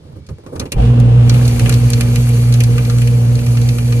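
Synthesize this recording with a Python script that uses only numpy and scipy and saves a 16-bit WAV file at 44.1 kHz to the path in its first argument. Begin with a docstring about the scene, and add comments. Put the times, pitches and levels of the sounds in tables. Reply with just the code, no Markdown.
"""A paper shredder, heard close up in stereo. Over room tone and a faint whine, fingers fumble on the
casing and a switch clicks twice. At about 0.75 s the induction motor runs up with a short growl and
settles into mains hum, shaft tones and a gear grind that rings in the casing. From about 1.3 s to the end
the cutters bite paper: patchy hiss, the crackle of breaking fibres and sharp snaps."""
import sys
import numpy as np
from scipy import signal
from scipy.fft import rfft, irfft, next_fast_len
from scipy.io import wavfile
from scipy.ndimage import uniform_filter1d, map_coordinates

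SR = 44100
rng = np.random.default_rng(int(sys.argv[2]) if len(sys.argv) > 2 else 0)


def to_wav(sig):
    """Store sig (one row per channel, or 1-D mono) as 16-bit WAV at the path in sys.argv[1].

    Samples outside -1..1 are clipped; the rate is SR.
    """
    pcm = np.clip(np.atleast_2d(sig), -1, 1) * 32767
    pcm = np.round(pcm).astype(np.int16)
    wavfile.write(sys.argv[1], SR, pcm.T)  # frames by channels


N = 176400
T = np.arange(N) / SR

# Level rides. Each row: time in seconds, relative level in dB.
HUM_RIDE = [(0.74, -28), (0.77, -18), (0.86, -8.5), (1.15, -5.5), (1.55, -10), (1.59, -17), (1.64, -5),
            (1.69, -16), (1.73, -8), (1.77, -6), (1.81, -12.5), (1.87, -5.5), (1.91, -16), (1.96, -6.5),
            (2.01, -17), (2.04, -11.5), (2.63, -7.5), (2.75, -10), (2.81, -13), (2.99, -9), (3.36, -9),
            (3.44, -20), (3.48, -9.5), (3.71, -10), (3.74, -16), (3.94, -9.5), (4.0, -11)]  # sags as the cutters load the motor
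FOURTH_ORDER_RIDE = [(0.72, -49), (0.84, -23), (1.04, -21), (1.14, -36.5), (1.25, -24), (2.17, -24.5),
                     (2.36, -28), (3.95, -28.5)]
RUMBLE_RIDE = [(0.74, -17), (0.78, -29.5), (1.59, -32.5), (1.69, -29), (1.78, -34.5), (4.0, -38)]
WHIRR_RIDE = [(.74, -39.5), (.86, -35.5), (.93, -40.5), (1.3, -37), (4, -44.5)]
HISS_RIDE = [(1.3, -39.5), (1.48, -36), (2.1, -39), (2.21, -36.5), (2.58, -41.5), (2.95, -39.5),
             (3.13, -42), (4.0, -40)]
# Quiet shaft overtones. Each row: multiple of the shaft speed, level in dB.
SHAFT_ORDERS = [(3, -40.5), (10, -43.5), (12, -48.5)]
# Resonances. Each row: centre in Hz, width in Hz, gain in dB.
CASING_MODES = [(48.7, 16, -9.5), (131.6, 8, 13.5), (190, 10.3, 2.5), (286, 26, -6), (471, 27.8, 2.5),
                (754, 91, -6.5), (1202, 39, -18.5), (2750, 610, -14)]
CUTTER_MODES = [(2350, 35, 11), (4220, 260, 7), (6360, 420, -4)]  # the cutter shafts ring when paper tears
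# Noise colours. Each row: frequency in Hz, relative level in dB.
GRIND_EQ = [(20, -19), (90, 10.5), (400, -9.5), (1000, -15.5), (3500, -25.5), (7000, -37), (13000, -42.5)]
GROWL_EQ = [(60, -8), (150, 8.5), (500, -6), (800, 6), (1100, -53)]
PAPER_EQ = [(700, -6), (1500, -15), (2400, 0), (3500, -12), (4400, 1.5), (5200, -7), (6100, -0.5),
            (7600, -5.5), (9500, -6.5), (11300, -4), (12400, -3), (13500, -7)]
THUD_EQ = [(30, -43), (75, 8), (150, 5), (220, -14.5), (300, -60)]
RUB_EQ = [(150, -7), (280, -2.5), (480, -4), (650, -10), (1100, -18.5), (2000, -39.5)]
ROOM_EQ = [(300, 10.5), (1500, -8), (3300, -7.5), (4600, -7.5), (6000, -13), (13400, -32)]
# Burst bands, ordered treble, low, mid, top. Each row: lower and upper edge in Hz.
BURST_BANDS = [(3200, 6500), (900, 1700), (1700, 3200), (6500, 13400)]
# Seconds to fall 60 dB, one for each burst band.
SNAP_DECAYS = [0.044, 0.065, 0.081, 0.022]
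CLICK_DECAYS = [0.039, 0.11, 0.08, 0.043]
# Paper snaps. Each row: start in seconds, then treble peak, low, mid and top in relative dB.
SNAP_CUES = [(0.9996, -25, -39, -35, -33.5), (1.295, -8, -21, -26, -30), (1.341, -22, -34, -23, -31),
             (1.452, -19, -54, -37, -35), (1.478, -16.5, -49, -26, -24.5), (1.594, -16.5, -27, -17, -23.5),
             (1.658, -29, -29, -13, -34), (1.6932, -13, -16, -16.5, -16.5), (1.7237, -13, -27, -21, -29),
             (1.739, -14, -34, -34, -28), (1.9016, -20, -31, -27, -20), (1.9324, -9.5, -23, -21, -28),
             (2.008, -13.5, -22.5, -15.5, -19.5), (2.1574, -14, -38, -16.5, -24),
             (2.29, -37, -44, -30, -26.5), (2.5236, -17, -28.5, -26, -30),
             (2.539, -14.5, -37, -25.5, -25.5), (2.604, -14, -36, -16, -23), (2.6362, -14, -31, -28, -23),
             (2.78, -21.5, -19, -18, -30), (2.85, -21.5, -50, -32, -42), (2.8975, -16.5, -19.5, -29, -37),
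             (2.983, -24, -27, -28, -33.5), (3.017, -28, -33, -19, -32), (3.073, -21, -53, -21.5, -31.5),
             (3.3528, -21, -40, -41, -38), (3.389, -26, -38, -26, -42), (3.464, -24, -40, -27, -29),
             (3.5705, -19.5, -27, -24, -37), (3.615, -21.5, -32, -40, -33), (3.688, -16, -42, -23, -30),
             (3.7837, -24, -26, -22.5, -32), (3.878, -26, -30, -36, -41), (3.923, -21, -24, -21.5, -45)]
# Switch and finger ticks. Each row: the same columns as a snap, then hold in seconds.
CLICK_CUES = [(0.2646, -39, -55, -59, -58, 0.006), (0.288, -37.5, -39, -57, -69, 0.0051),
              (0.463, -39.5, -37.5, -65, -71, 0.0041), (0.5586, -32.5, -35, -47, -56, 0.0056),
              (0.596, -12.5, -30, -35, -29, 0.0026), (0.613, -37, -31, -37, -73, 0.0056),
              (0.6546, -37, -53, -39, -55, 0.0097), (0.719, -16, -44, -22.5, -26.5, 0.0052)]
# Hand on the casing. Each row: time in seconds, thud level in dB, rub level in dB.
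HANDLING_RIDE = [(0.0, -46, -49.5), (0.068, -39, -45), (0.186, -31, -39.5), (0.27, -46, -67),
                 (0.304, -27.5, -37), (0.33, -24, -49), (0.4, -44, -64), (0.504, -39, -45),
                 (0.534, -33, -30), (0.602, -22.5, -36), (0.708, -40, -50.5), (0.76, -19.5, -29)]
# Fingertip knocks. Each row: start in seconds, relative peak in dB.
KNOCK_CUES = [(0.289, -26), (0.385, -30.5), (0.437, -32.5), (0.464, -23), (0.555, -21.5), (0.599, -17),
              (0.623, -22.5), (0.656, -23), (0.72, -20)]
# Stereo image. Each row: frequency in Hz, then the value named alongside.
LEFT_LEAD = [(100, .15), (500, -.1), (600, -2), (720, -3.2), (850, -2.4), (1100, -1.7), (1550, -.4),
             (2300, -1.5), (2700, -3.5), (5200, -3.8), (7000, -4.8), (8000, -5.8), (9000, -6.15),
             (11200, -6.5), (12000, -8), (13000, -9.2)]  # phase lead in radians
LEFT_TILT = [(60, -2.5), (240, -4), (500, -2), (1200, 2), (2200, 0.5), (5000, -1), (12000, 0)]  # left over right in dB
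LIKENESS = [(100, 0.96), (450, 0.94), (570, 0.76), (1100, 0.64), (3500, 0.41), (7000, 0.28), (9000, 1),
            (13000, 0.95)]  # left-right likeness from 0 to 1

ON_S, RUNUP_S, RISE_S = .745, .025, .034  # switch-on; time constants of speed and level
HUM_HZ, SHAFT_HZ, GEAR_HZ = 119.95, 59.41, 10.3
BEAT_HZ, BEAT_PEAK_S, BEAT_DEPTH = 4.94, 1.134, .64
CROSSOVER_HZ = 943  # rumble below, whirr above
BITE_S = 1.292  # the paper meets the cutters
CRACKLE_PER_S, CRACKLE_HZ, CRACKLE_CYCLES = 400, 4500, 5
ATTACK_S, SNAP_HOLD_S, KNOCK_T60_S = .0005, .0015, .15
WHINE_HZ, TOP_HZ = 2270, 13460


def motor():
    """The induction motor runs up, its slipping shaft settling just under the mains frequency."""
    since = np.maximum(T - ON_S, 0)
    fade_in = 1 - np.exp(-(since / RISE_S) ** 2)
    speed_hz = SHAFT_HZ * (1 - np.exp(-since / RUNUP_S)) + .057 * wobble(2.82)
    angle = 2 * np.pi * np.cumsum(speed_hz) / SR
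    tones = (T > ON_S) * drone(angle) + fade_in * overtones(angle)
    return np.sqrt(2) * tones + fade_in * (growl() + grind(angle))


def drone(angle):
    """Hum at twice the mains, the unbalanced shaft's tone and its fourth order."""
    (hum_db,), (fourth_db,) = curves(HUM_RIDE), curves(FOURTH_ORDER_RIDE)
    surge = np.exp(-((T - .815) / .061) ** 2)  # the shaft shakes during run-up
    unbalance_db = -21.5 + 11 * surge - 2 * (T - 1)
    # The slow gear swings the shaft tone once a turn.
    gear = 1 + .093 * np.sin(2 * np.pi * GEAR_HZ * T + .38 * wobble(1.8))
    hum = amp(hum_db - .5) * np.sin(2 * np.pi * HUM_HZ * T + .33 * wobble(11))
    unbalance = amp(unbalance_db) * gear ** 2 * np.sin(angle)
    fourth = amp(fourth_db + 1.64) * np.sin(4 * angle + .24 * wobble(7.9))
    return hum + unbalance + fourth


def overtones(angle):
    """Swaying shaft orders; the eighth pulses as if beating with an overtone of the hum."""
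    orders = sum(amp(db + 4 * np.tanh(wobble(7.3))) * np.sin(round(k) * angle + rng.uniform(0, 2 * np.pi))
                 for k, db in SHAFT_ORDERS)
    beat = 1 + BEAT_DEPTH * np.cos(2 * np.pi * BEAT_HZ * (T - BEAT_PEAK_S))
    return orders + amp(-38.5 + 1.24 * wobble(9)) * beat * np.sin(8 * angle)


def grind(angle):
    """Gear teeth grind through the casing: a low rumble and a brighter whirr."""
    bumps = rng.standard_normal(round(SR / SHAFT_HZ))  # the same rough spots pass on every turn
    repeating = bumps[(angle / (2 * np.pi) % 1 * len(bumps)).astype(int)]
    teeth = rng.standard_normal(N) + np.c_[[0, amp(-3)]] * repeating  # only the whirr repeats
    teeth *= amp(.62 * wobble(150) + .6 * wobble(15))
    teeth *= (1 + .12 * np.sin(angle)) * (1 + .14 * np.sin(2 * np.pi * HUM_HZ * T))

    def split_body(f):
        low_share = 1 / (1 + (f / CROSSOVER_HZ) ** 6)
        body = np.hypot(abs(resonance(f, CASING_MODES)), amp(along(GRIND_EQ, f)))
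        return body * np.sqrt([low_share, 1 - low_share])

    rumble, whirr = map(unit, filtered(teeth, split_body))
    rumble_db = curves(RUMBLE_RIDE)[0] + 12
    whirr_db = curves(WHIRR_RIDE)[0] + 1.5 + .94 * wobble(5.32)
    return amp(rumble_db) * rumble + amp(whirr_db) * whirr


def growl():
    """Loose parts rattle during run-up."""
    swell = np.exp(-((T - .784) / .035) ** 2)
    return swell * amp(-18 + 1.9 * wobble(51)) * noise(GROWL_EQ)


def paper():
    """Tearing paper rings the cutters: a bed of hiss and crackle with loud snaps on top."""
    bite = 1 + np.exp(np.clip((BITE_S - T) / .034, -40, 40))
    level = amp(curves(HISS_RIDE)[0] + 4.5) / bite
    bed = hiss()
    snaps = bursts([(*row, SNAP_HOLD_S) for row in SNAP_CUES], SNAP_DECAYS, gain_db=1.5, ring=4.16)
    bed += amp(-9) * crackle()
    return level * filtered(bed, lambda f: 1 + .5 * resonance(f, CUTTER_MODES[:1])) + snaps


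def hiss():
    """The hiss of the cut, patchy in both pitch and time."""
    spectrum = signal.stft(noise(PAPER_EQ), nperseg=256)[2]
    patches = uniform_filter1d(uniform_filter1d(rng.standard_normal(spectrum.shape), 8, 0), 10, 1)
    patchy = signal.istft(spectrum * amp(1.2 * unit(patches)), nperseg=256)[1][:N]
    return unit(patchy) * amp(1.2 * wobble(10) + .8 * wobble(70))


def crackle():
    """Fibres break in clumps: short damped pings of random pitch."""
    starts = np.flatnonzero(rng.random(N) < CRACKLE_PER_S / SR * amp(5 * wobble(14)))
    draw, t = rng.standard_normal((len(starts), 2)), T[:400]
    hz = np.clip(CRACKLE_HZ * np.exp(.586 * draw[:, :1]), 1500, 12500)
    size = amp(4 * np.clip(draw[:, 1:], -2.5, 2.5))
    pings = size * np.sin(2 * np.pi * hz * t) * amp(-20 * t * hz / CRACKLE_CYCLES)
    samples = starts[:, None] + np.arange(len(t))
    return unit(np.bincount(samples.ravel(), pings.ravel(), N + len(t))[:N])


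def fingers():
    """Thuds, rubs and knocks through the casing, with the ticks of fingers and switch."""
    thud_db, rub_db = curves(HANDLING_RIDE)
    fade_out = np.exp(-(np.maximum(T - .74, 0) / .019) ** 2)
    knocks = sum((T > s) * amp(db - 7 - 60 * np.maximum(T - s, 0) / KNOCK_T60_S) for s, db in KNOCK_CUES)
    thuds = amp(thud_db) * noise(THUD_EQ)
    touches = (amp(rub_db + 2.3 * wobble(71.5)) + knocks) * noise(RUB_EQ)
    return fade_out * (thuds + touches) + bursts(CLICK_CUES, CLICK_DECAYS, gain_db=2, ring=6)


def whine():
    """A faint, wavering tone that fades in at the start."""
    level = amp(-66 + 2.9 * wobble(28)) * np.clip(T / .15, 0, 1) ** 2
    return level * np.sin(2 * np.pi * WHINE_HZ * T + .67 * wobble(27))


def room_tone():
    """A dark, quiet bed of noise."""
    return amp(-49.5 + .9 * wobble(24)) * noise(ROOM_EQ)


def bursts(cues, t60s, gain_db, ring):
    """Noise hits, each band dying at its own speed; the lower bands ring the casing."""
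    envelopes, t = np.zeros((len(BURST_BANDS), N + SR)), np.arange(SR // 8) / SR
    for start, peak_db, *levels_db, hold in cues:
        shape = amp(-60 * np.maximum(t - abs(hold), 0) / np.c_[t60s]) * (1 - np.exp(-t / ATTACK_S))
        gains = amp(np.c_[[peak_db - 8, *levels_db]] + gain_db)  # treble runs 8 dB under its peak
        envelopes[:, round(start * SR):][:, :len(t)] += gains * shape
    filters = [signal.butter(2, band, "band", fs=SR, output="sos") for band in BURST_BANDS]
    bands = [unit(signal.sosfilt(sos, rng.standard_normal(N))) for sos in filters]
    treble, low, mid, top = bands * envelopes[:, :N]
    cutters = lambda f: resonance(f, CUTTER_MODES)
    body = lambda f: .27 + ring * resonance(f, CASING_MODES, above_hz=1000) + .25 * cutters(f)
    return filtered(low + mid, body) + filtered(treble, lambda f: .63 + cutters(f)) + top


def resonance(f, modes, above_hz=0):
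    """Response of ringing modes, summed with alternating polarity."""
    return sum((-1) ** k * amp(db) * 1j * f * width / (hz * hz - f * f + 1j * f * width)
               for k, (hz, width, db) in enumerate(modes) if hz > above_hz)


def amp(db):
    return 10 ** (np.asarray(db) / 20)


def unit(x):
    return x / np.sqrt(np.mean(x ** 2) + 1e-20)


def along(points, hz):
    """Read (Hz, value) points on a log axis."""
    f, v = np.transpose(points)
    return np.interp(np.log(hz + 1), np.log(f + 1), v)


def curves(rows):
    """One value per sample for each column after the time."""
    times, *columns = np.transpose(rows)
    return [np.interp(T, times, column) for column in columns]


def wobble(rate):
    """A smooth random curve, rate knots a second."""
    return map_coordinates(rng.standard_normal(int(N * rate / SR) + 4), [T * rate])


def filtered(x, response):
    """Shape x with a complex frequency response."""
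    size = next_fast_len(N + SR // 2)
    return irfft(rfft(x, size) * response(np.fft.rfftfreq(size, 1 / SR)), size)[..., :N]


def noise(eq):
    """Coloured noise of rms 1."""
    return unit(filtered(rng.standard_normal(N), lambda hz: amp(along(eq, hz))))


def scene():
    """The whole scene in wide stereo: the same events in both channels, with partly different grain."""
    first, second = [whine() + motor() + paper() + fingers() + room_tone() for _ in range(2)]
    side = np.c_[[.5, -.5]]
    spread = lambda f: np.arccos(np.clip(along(LIKENESS, f), 0, 1)) / 2
    mics = lambda f: amp(side * along(LEFT_TILT, f)) * np.exp(1j * side * along(LEFT_LEAD, f))
    centre = filtered(first, lambda f: mics(f) * np.cos(spread(f)))
    width = filtered(second, lambda f: 2 * side * mics(f) * np.sin(spread(f)))
    return centre + width


def record(dry):
    """The phone rounds off the highest peaks and keeps nothing above its band limit."""
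    rounded = dry / (1 + abs(dry / 1.02) ** 8) ** (1 / 8)
    return filtered(rounded, lambda hz: hz < TOP_HZ)


dry = scene()
out = record(dry)
to_wav(out)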